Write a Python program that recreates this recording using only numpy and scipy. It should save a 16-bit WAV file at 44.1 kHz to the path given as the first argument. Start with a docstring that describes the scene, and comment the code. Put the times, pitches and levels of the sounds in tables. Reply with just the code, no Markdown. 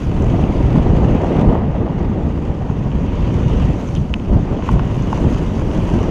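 """Mountain bike ride with a small camera

A small camera in a plastic case rides on a mountain bike down a dirt trail through woodland.
Wind is lumpy noise and single pressure swings; tyre roar and flying grit are noise and sharp grains,
coloured by the case. Knocks of the case on its mount ring its modes, with small chance ticks between.
A brake pad squeaks briefly as rough gliding tones, and the electronics whine faintly underneath."""
import sys
import numpy as np
from scipy import signal
from scipy.io import wavfile

SR = 44100
rng = np.random.default_rng(int(sys.argv[2]) if len(sys.argv) > 2 else 0)


def transcribe(u):
    """Save the signal u as a 16-bit wav file named by the first command-line argument.

    u: samples, shape (n,) or (channels, n), limited to [-1, 1]; the rate is SR.
    q: integer samples, one column per channel.
    """
    v = np.clip(np.atleast_2d(u).T, -1, 1)
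    q = np.round(v * 32767).astype(np.int16)
    wavfile.write(sys.argv[1], SR, q)


def volts_from_db(level):
    """Convert decibel levels to linear amplitude ratios."""
    exponent = np.asarray(level, float) / 20
    return 10 ** exponent


N = 269010   # length in samples

# How the tyres on dirt swell and fade. Each row: start in seconds, roar in dB, grit hiss in dB,
# fine grit in dB. The roar's average sets the loudness before a final gain;
# of hiss and fine grit only the ups and downs count.
TYRE_LEVELS = [(0.0, -42, -55.5, -61), (0.64, -38.5, -55.5, -63.5), (0.87, -39, -55.5, -66.5),
               (1.17, -38.5, -57.5, -69), (1.26, -40, -56, -66.5), (1.41, -36.5, -56, -69),
               (1.46, -44, -61.5, -73), (1.56, -42.5, -62.5, -89.5), (1.62, -46, -66, -84.5),
               (1.73, -44.5, -64, -80.5), (2.39, -45.5, -61, -69.5), (2.9, -44.5, -60, -72),
               (3.09, -39.5, -57, -71), (3.35, -40.5, -55.5, -68.5), (3.6, -38.5, -55, -66),
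               (3.89, -43.5, -54.5, -63), (4.16, -47.5, -60.5, -67.5), (4.45, -42, -57.5, -70.5),
               (4.61, -42, -57.5, -71), (4.66, -37.5, -52, -65), (4.82, -40.5, -57.5, -64.5),
               (5.21, -38.5, -51, -61.5), (5.59, -41, -54.5, -61.5), (5.95, -38, -50.5, -57.5),
               (6.1, -38.5, -52.5, -64)]


def rms_one(x):
    """Scale to an rms (average strength) of 1."""
    return x / np.sqrt(np.mean(x ** 2) + 1e-20)


def in_time(rows):
    """Columns of a table after the first, joined by straight lines, one value a sample."""
    s, *columns = np.transpose(rows)
    return [np.interp(np.arange(N) / SR, s, c) for c in columns]


def blend(hz, centres_hz, values):
    """Value at hz between values that belong to a few centres, straight on a log pitch axis."""
    place = np.interp(np.log(hz), np.log(centres_hz), np.arange(len(centres_hz)))
    return sum(max(0, 1 - abs(place - k)) * v for k, v in enumerate(values))


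def drift(rate_hz):
    """Smooth random wandering of spread 1: noise through two equal low-pass steps at rate_hz."""
    hop = 40   # computed at every 40th sample, then joined by lines
    r = np.exp(-2 * np.pi * rate_hz * hop / SR)
    noise = rng.standard_normal(N // hop + 2002)
    slow = signal.lfilter([1], [1, -2 * r, r * r], noise)[2000:]   # drop the filter's start
    return np.interp(np.arange(N) / hop, np.arange(len(slow)), rms_one(slow))


def coloured(sources, colour, per_octave):
    """Yields centre and signal of each band; neighbours take unrelated sources; the sum has rms near 1."""
    hz, db = np.transpose(colour)
    edges = np.geomspace(hz[0], hz[-1], int(per_octave * np.log2(hz[-1] / hz[0])) + 1)
    centres = np.sqrt(edges[1:] * edges[:-1])
    gains = np.array([volts_from_db(blend(c, hz, db)) for c in centres])
    gains /= np.sqrt(np.sum(gains ** 2 * np.diff(edges)) / (SR / 2))
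    for k, centre in enumerate(centres):
        band = signal.butter(2, edges[k:k + 2], "band", fs=SR, output="sos")
        source = sources[k % 2]
        run_in = signal.sosfilt(band, np.r_[source[-SR // 4:], source])   # lets the filter settle first
        yield centre, gains[k] * run_in[-N:]


def whine():
    """Thin tones of the electronics at multiples of one pitch, which wavers a little."""
    # Each row: multiple of the base pitch, level in dB rms before the swell.
    tone_rows = [(3, -79.5), (4, -85.5), (5, -88.5)]
    # The whine comes and goes. Each row: time in seconds, gain in dB.
    swell_rows = [(0, -5.5), (1.4, -8), (2.8, -14), (3.0, 4), (4.3, 2), (4.5, -9), (6.1, 3)]
    base_hz, waver_hz = 2926, 3.5
    turns = np.cumsum(base_hz + waver_hz * drift(1.5)) / SR
    tones = sum(volts_from_db(db) * np.sqrt(2) * np.sin(2 * np.pi * k * turns) for k, db in tone_rows)
    return tones * volts_from_db(in_time(swell_rows)[0])


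def brake():
    """A brake pad grazes its disc: short gliding tones, rough as their size and phase wander quickly."""
    # Each row: start in seconds, length in seconds, middle pitch in Hz, whole glide in Hz,
    # level in dB rms before the fades at both ends.
    squeak_rows = [(3.428, 0.098, 6200, 102, -58), (3.543, 0.059, 6150, 96, -54),
                   (3.642, 0.035, 6200, 1, -55), (3.74, 0.11, 6100, 146, -60),
                   (3.864, 0.033, 6160, -200, -50), (3.954, .03, 3130, -600, -36.5),
                   (3.955, 0.034, 10300, -100, -63)]
    rough_hz = 300   # speed of the wandering
    out, r = np.zeros(N), np.exp(-2 * np.pi * rough_hz / SR)
    for s, length, hz, glide_hz, db in squeak_rows:
        noise = rng.standard_normal((2, 8000))
        wander = signal.lfilter([1], [1, -2 * r, r * r], noise)[:, 1000:]
        size = int(length * SR)
        pitch_hz = hz + glide_hz * np.linspace(-.5, .5, size)
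        phase = np.cumsum(2 * np.pi * pitch_hz / SR)
        tone = (rms_one(wander)[:, :size] * [np.cos(phase), np.sin(phase)]).sum(axis=0)
        out[int(s * SR):][:size] += volts_from_db(db) * tone * np.sqrt(np.hanning(size))
    return out


def ticks():
    """Rows like those of the knocks, at chance moments; their strength follows the grit hiss."""
    per_s = 24
    rings_db, spread_db = [-36, -47, -53], 4   # low, middle and high ring; chance spread of each
    moments = rng.random(int(per_s * N / SR)) * (N - 1)   # in samples
    hiss_db = in_time(TYRE_LEVELS)[1]
    follow_db = (hiss_db - hiss_db.mean())[moments.astype(int), None]
    chance_db = spread_db * rng.standard_normal((len(moments), 3))
    return np.c_[moments / SR, rings_db + follow_db + chance_db]


def knocks():
    """Each knock or tick strikes every mode of the case; the contact takes time, so the ring swells in."""
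    # Clear knocks and ticks on the case. Each row: start in seconds, then strength of the low,
    # middle and high ring in dB, to which each mode adds its own level.
    knock_rows = [(0.223, -41, -50, -34), (0.244, -40, -52, -37), (0.439, -28, -28, -55),
                  (0.759, -12, -51, -43), (1.395, -26, -35, -46), (2.376, -26, -42, -56),
                  (2.698, -25, -47, -60), (2.917, -46, -36, -54.5), (3.889, -30, -37, -44),
                  (3.9515, -36, -33.5, -29), (4.095, -45, -43, -49), (4.1397, -32, -14, -38),
                  (4.198, -40, -35, -55), (4.249, -31, -45, -47), (4.623, -23.5, -35, -54),
                  (4.6893, -8, -29.5, -40), (4.714, -30, -53, -37), (4.7942, -13, -31, -45),
                  (4.757, -31, -55, -42), (4.855, -29, -45, -42), (4.878, -34, -50, -42),
                  (4.912, -25, -54, -41), (4.949, -32, -53, -45), (4.967, -35, -46, -38),
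                  (5.024, -40, -51, -33.5), (5.128, -9, -34.5, -39), (5.175, -17, -52, -34),
                  (5.346, -27, -32, -41), (5.507, -29, -55, -52), (5.597, -30, -53, -36),
                  (5.714, -34, -32, -48), (5.9, -27, -40, -37), (5.939, -39, -46, -40),
                  (5.989, -29, -32, -50), (6.03, -24, -38, -34)]
    # Modes of the case. Each row: pitch in Hz, relative level in dB, time to die away by 60 dB in seconds.
    mode_rows = [(700, -21.5, 0.0055), (887, -11.5, 0.0084), (1060, -9.5, 0.0094), (1267, -11.5, 0.003),
                 (1486, -9.5, 0.009), (2020, -14.5, 0.011), (2670, -7, 0.0099), (2880, -6.5, 0.0089),
                 (3007, -7.5, 0.011), (3400, -10, 0.0038), (4200, -16.5, .009), (5200, -7, 0.011),
                 (6200, 1, 0.0054), (6870, -3.5, 0.0076), (8600, -19.5, .004), (10500, -18, .003),
                 (12200, -22.5, .003)]
    # Where the low, middle and high ring are centred, in Hz.
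    ring_centres_hz = [870, 2800, 6340]
    # How long a contact lasts, in cycles, for the low, middle and high ring.
    contact_cycles = [3.1, 0.75, 1.5]
    mixed_hz, crack_hz = 5200, 9500   # at the first, and from the second up: middle and high ring alike
    low_top_hz = 1400   # below this, neighbouring modes start in opposite directions
    lag_s, on_time_hz = .006, 1000   # there deeper modes start later (lag for each factor e): pitch falls
    scatter_db = 1.2   # chance spread of each mode at each knock

    s, *rings_db = np.transpose(np.r_[knock_rows, ticks()])
    low_db, middle_db, high_db = rings_db
    crack_db = .5 * (middle_db + high_db)
    centres_hz = [*ring_centres_hz[:2], mixed_hz, ring_centres_hz[2], crack_hz]
    strengths_db = [low_db, middle_db, crack_db, high_db, crack_db]
    at, out = (s * SR).astype(int), np.zeros(N)
    chance = rng.standard_normal((len(s), len(mode_rows)))
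    for k, (hz, level_db, t60) in enumerate(mode_rows):
        is_low = hz < low_top_hz
        lag = int(is_low * lag_s * np.log(on_time_hz / hz) * SR)
        clicks = np.full(N, 1e-18)
        strike_db = blend(hz, centres_hz, strengths_db) + level_db + scatter_db * chance[:, k]
        clicks[np.clip(at + lag, 0, N - 1)] = volts_from_db(strike_db)
        clicks *= (-1) ** k if is_low else 1
        w = 2 * np.pi * hz / SR
        r = volts_from_db(-60 / (t60 * SR))
        soft = np.exp(-hz / (blend(hz, ring_centres_hz, contact_cycles) * SR))
        ringing = signal.lfilter([0, np.sin(w)], [1, -2 * r * np.cos(w), r * r], clicks)
        out += signal.lfilter([2 * (1 - soft)], [1, -2 * soft * np.cos(w), soft * soft], ringing)
    return out


def sprays():
    """Treble change in dB as grit hits the frame: a quick onset, a hold, then an equally long fade."""
    # Grit thrown up against the frame. 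Each row: start in seconds, length of the hold in seconds,
    # change of the treble in dB.
    spray_rows = [(0.202, .05, 2), (0.384, 0.043, 1), (3.85, 0.04, 1), (4.48, .04, 4), (4.623, 0.034, 2),
                  (4.706, 0.018, 9.5), (4.846, 0.027, 2.5), (4.941, .02, 4), (5.099, 0.027, 4),
                  (5.197, 0.028, 4), (5.285, .03, 5), (5.58, 0.026, 2.5), (5.85, 0.024, -1.5)]
    attack_s = .003
    t, total_db = np.arange(N) / SR, np.zeros(N)
    for s, length, db in spray_rows:
        full = s + attack_s
        total_db += np.interp(t, [s, full, full + length, full + 2 * length], [0, db, db, 0])
    return total_db


def tyres():
    """Knobs tearing at the dirt give a noisy roar, thrown grit sharp grains; jolts jump up and settle."""
    # Tone colour of tyres and grit. Each row: pitch in Hz, relative level in dB.
    tyre_colour = [(900, 5), (1200, -3), (1630, -7.5), (2310, -6.5), (2910, -5.5), (3500, -13), (4150, -21),
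                   (4620, -14.5), (5000, -24.5), (6100, -16.5), (6800, -21), (7500, -29.5), (8700, -32),
                   (10000, -38), (15200, -47)]
    # Roar below the first pitch, hiss between the middle two, fine grit above the last, in Hz.
    tyre_layers_hz = [3240, 5300, 7000, 10500]
    # A spray is felt from the first pitch up, fully from the second, in Hz.
    spray_range_hz = [5000, 11000]
    jolts_per_s, settle_s = 50, 0.01
    grains_per_s, clumps_db = 500, -1.0   # grains come a little sparser at the height of a jolt
    spread_db, grain_share = 12.0, 0.19   # spread of grain sizes; share of grains in the power
    patchy_db, bumpy_db, gain_db = 1.54, 1.22, 1.5   # slow wandering, level jump at jolts, final gain

    levels_db, spray_db = in_time(TYRE_LEVELS), sprays()
    roar_db, hiss_db, fine_db = [db - db.mean() for db in levels_db]
    jolts = (rng.random(N) < jolts_per_s / SR) * rng.exponential(1, N)
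    bumps = signal.lfilter([1], [1, -np.exp(-1 / (settle_s * SR))], jolts + 1e-18)
    bumps = np.minimum(rms_one(bumps - bumps.mean()), 2.5)

    thrown = rng.random(N) < grains_per_s * volts_from_db(clumps_db * bumps) / SR
    sizes = volts_from_db(spread_db * np.minimum(rng.exponential(1, N), 4.0)) * rng.choice([-1, 1], N)
    grit = rms_one(thrown * sizes)
    roar = rng.standard_normal((2, N))
    rolling = np.sqrt(1 - grain_share) * roar + np.sqrt(grain_share) * grit

    out = np.zeros(N)
    for hz, band in coloured(rolling, tyre_colour, per_octave=7.0):
        swing_db = blend(hz, tyre_layers_hz, [roar_db, hiss_db, hiss_db, fine_db])
        swing_db = swing_db + blend(hz, spray_range_hz, [0, 1]) * spray_db
        out += band * volts_from_db(swing_db + bumpy_db * bumps + patchy_db * drift(10))
    return out * volts_from_db(levels_db[0].mean() + gain_db)


def thumps():
    """Single eddies slam the port: a suck, then a push, one smooth pressure cycle, quicker if small."""
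    # Each row: start in seconds, peak in dB before the common gain, pitch in Hz.
    thump_rows = [(0.201, 2, 108), (0.24, -18, 550), (0.384, -12, 500), (0.392, 0, 398), (0.436, 6, 109),
                  (0.755, 2, 109), (0.774, 6, 111), (1.246, 0, 450), (1.429, 6, 150), (1.487, -3, 109),
                  (1.5095, -17, 400), (1.553, 2.5, 450), (1.721, -17, 537), (1.878, -5, 440),
                  (2.6983, 3.5, 98), (2.698, -14, 600), (4.298, -8, 350), (4.323, 2, 131), (4.338, 3, 132),
                  (4.359, -2, 107), (4.427, 0.5, 109), (4.708, 0, 111), (4.751, -1, 110), (4.974, -3, 110),
                  (5.287, -1, 126)]
    gain_db = -8.0
    out = np.zeros(N)
    for s, db, hz in thump_rows:
        at, t = int(s * SR), np.arange(-3, 3, 2 * np.pi * hz / SR)
        cycle = t * np.exp(.5 - t ** 2 / 2) * np.sqrt(np.hanning(len(t)))
        out[at:at + len(t)] += volts_from_db(db + gain_db) * cycle
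    return out


def wind():
    """Eddies over the port: lumpy noise, lumps quicker in higher bands, small gusts in the bass."""
    # Wind on the port. Each row: start in seconds, rumble in dB, flutter in dB. The ups and downs
    # shape the bands; the averages together set the loudness before a final gain.
    wind_levels = [(0.0, -25, -31.5), (0.08, -14.5, -28.5), (0.3, -15, -23), (0.55, -18, -22),
                   (0.65, -10.5, -22.5), (0.72, -15, -23), (0.77, -10, -19), (0.85, -14, -20.5),
                   (1.12, -13, -17.5), (1.21, -22.5, -18), (1.29, -16, -17.5), (1.47, -11.5, -18),
                   (1.55, -20, -15.5), (1.59, -19.5, -22), (2.33, -18.5, -27), (2.67, -24, -27.5),
                   (2.7, -21, -23.5), (2.74, -19, -28), (3.69, -14, -26), (3.82, -25.5, -27),
                   (3.96, -17, -30), (4.27, -24, -32.5), (4.315, -11.5, -24), (4.38, -11, -23),
                   (4.42, -22.5, -29.5), (4.52, -18.5, -22), (4.66, -24, -27.5), (4.7, -15, -24),
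                   (4.94, -17, -28), (5.15, -19, -24.5), (5.28, -13.5, -22.5), (5.38, -18.5, -26.5),
                   (5.66, -17, -26), (5.72, -20, -24), (5.77, -16, -23), (6.02, -19.5, -23.5),
                   (6.1, -18.5, -23.5)]
    # Where rumble and flutter are centred, in Hz.
    wind_layers_hz = [120, 600]
    # Tone colour of the wind. Each row: pitch in Hz, relative level per Hz in dB.
    wind_colour = [(11, -33), (18, -5), (54, 1.5), (168, -2.5), (247, -6), (1030, -26), (1370, -45),
                   (1800, -36.5), (2340, -66), (3960, -120)]
    shared_db, own_db, gusty_db = 1.5, 1.0, -0.5   # lumps of all bands, of each band, and of the bass
    top_hz, top_follows = 1300, 0.71   # from here up the flutter swings less, by this factor
    gain_db = 1.48

    levels_db, eddies, gusts = in_time(wind_levels), drift(37), drift(12.0)
    rumble_db, flutter_db = [db - db.mean() for db in levels_db]
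    out = np.zeros(N)
    for hz, band in coloured(rng.standard_normal((2, N)), wind_colour, per_octave=3.0):
        lumps_db = shared_db * eddies + own_db * drift(3 + hz / 30)
        lumps_db = lumps_db + blend(hz, wind_layers_hz, [gusty_db, 0]) * gusts
        swings_db = [rumble_db, flutter_db, top_follows * flutter_db]
        swing_db = blend(hz, [*wind_layers_hz, top_hz], swings_db)
        out += band * volts_from_db(swing_db + lumps_db)
    power = sum(volts_from_db(db.mean()) ** 2 for db in levels_db)
    return out * np.sqrt(power) * volts_from_db(gain_db)


def scene():
    """All sources added up at one microphone."""
    return (whine() + brake() + knocks() + tyres() + thumps() + wind())[None]


def band_limit(x):
    """A steep low-pass at the top of the band."""
    return signal.sosfilt(signal.butter(12, 15070, fs=SR, output="sos"), x)


def record(dry):
    """The loudest peaks are rounded off smoothly, as in an overdriven input."""
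    top = 1.15   # the level that the peaks approach
    mix = top * np.tanh(dry / top)
    return band_limit(mix)


dry = scene()
out = record(dry)
transcribe(out)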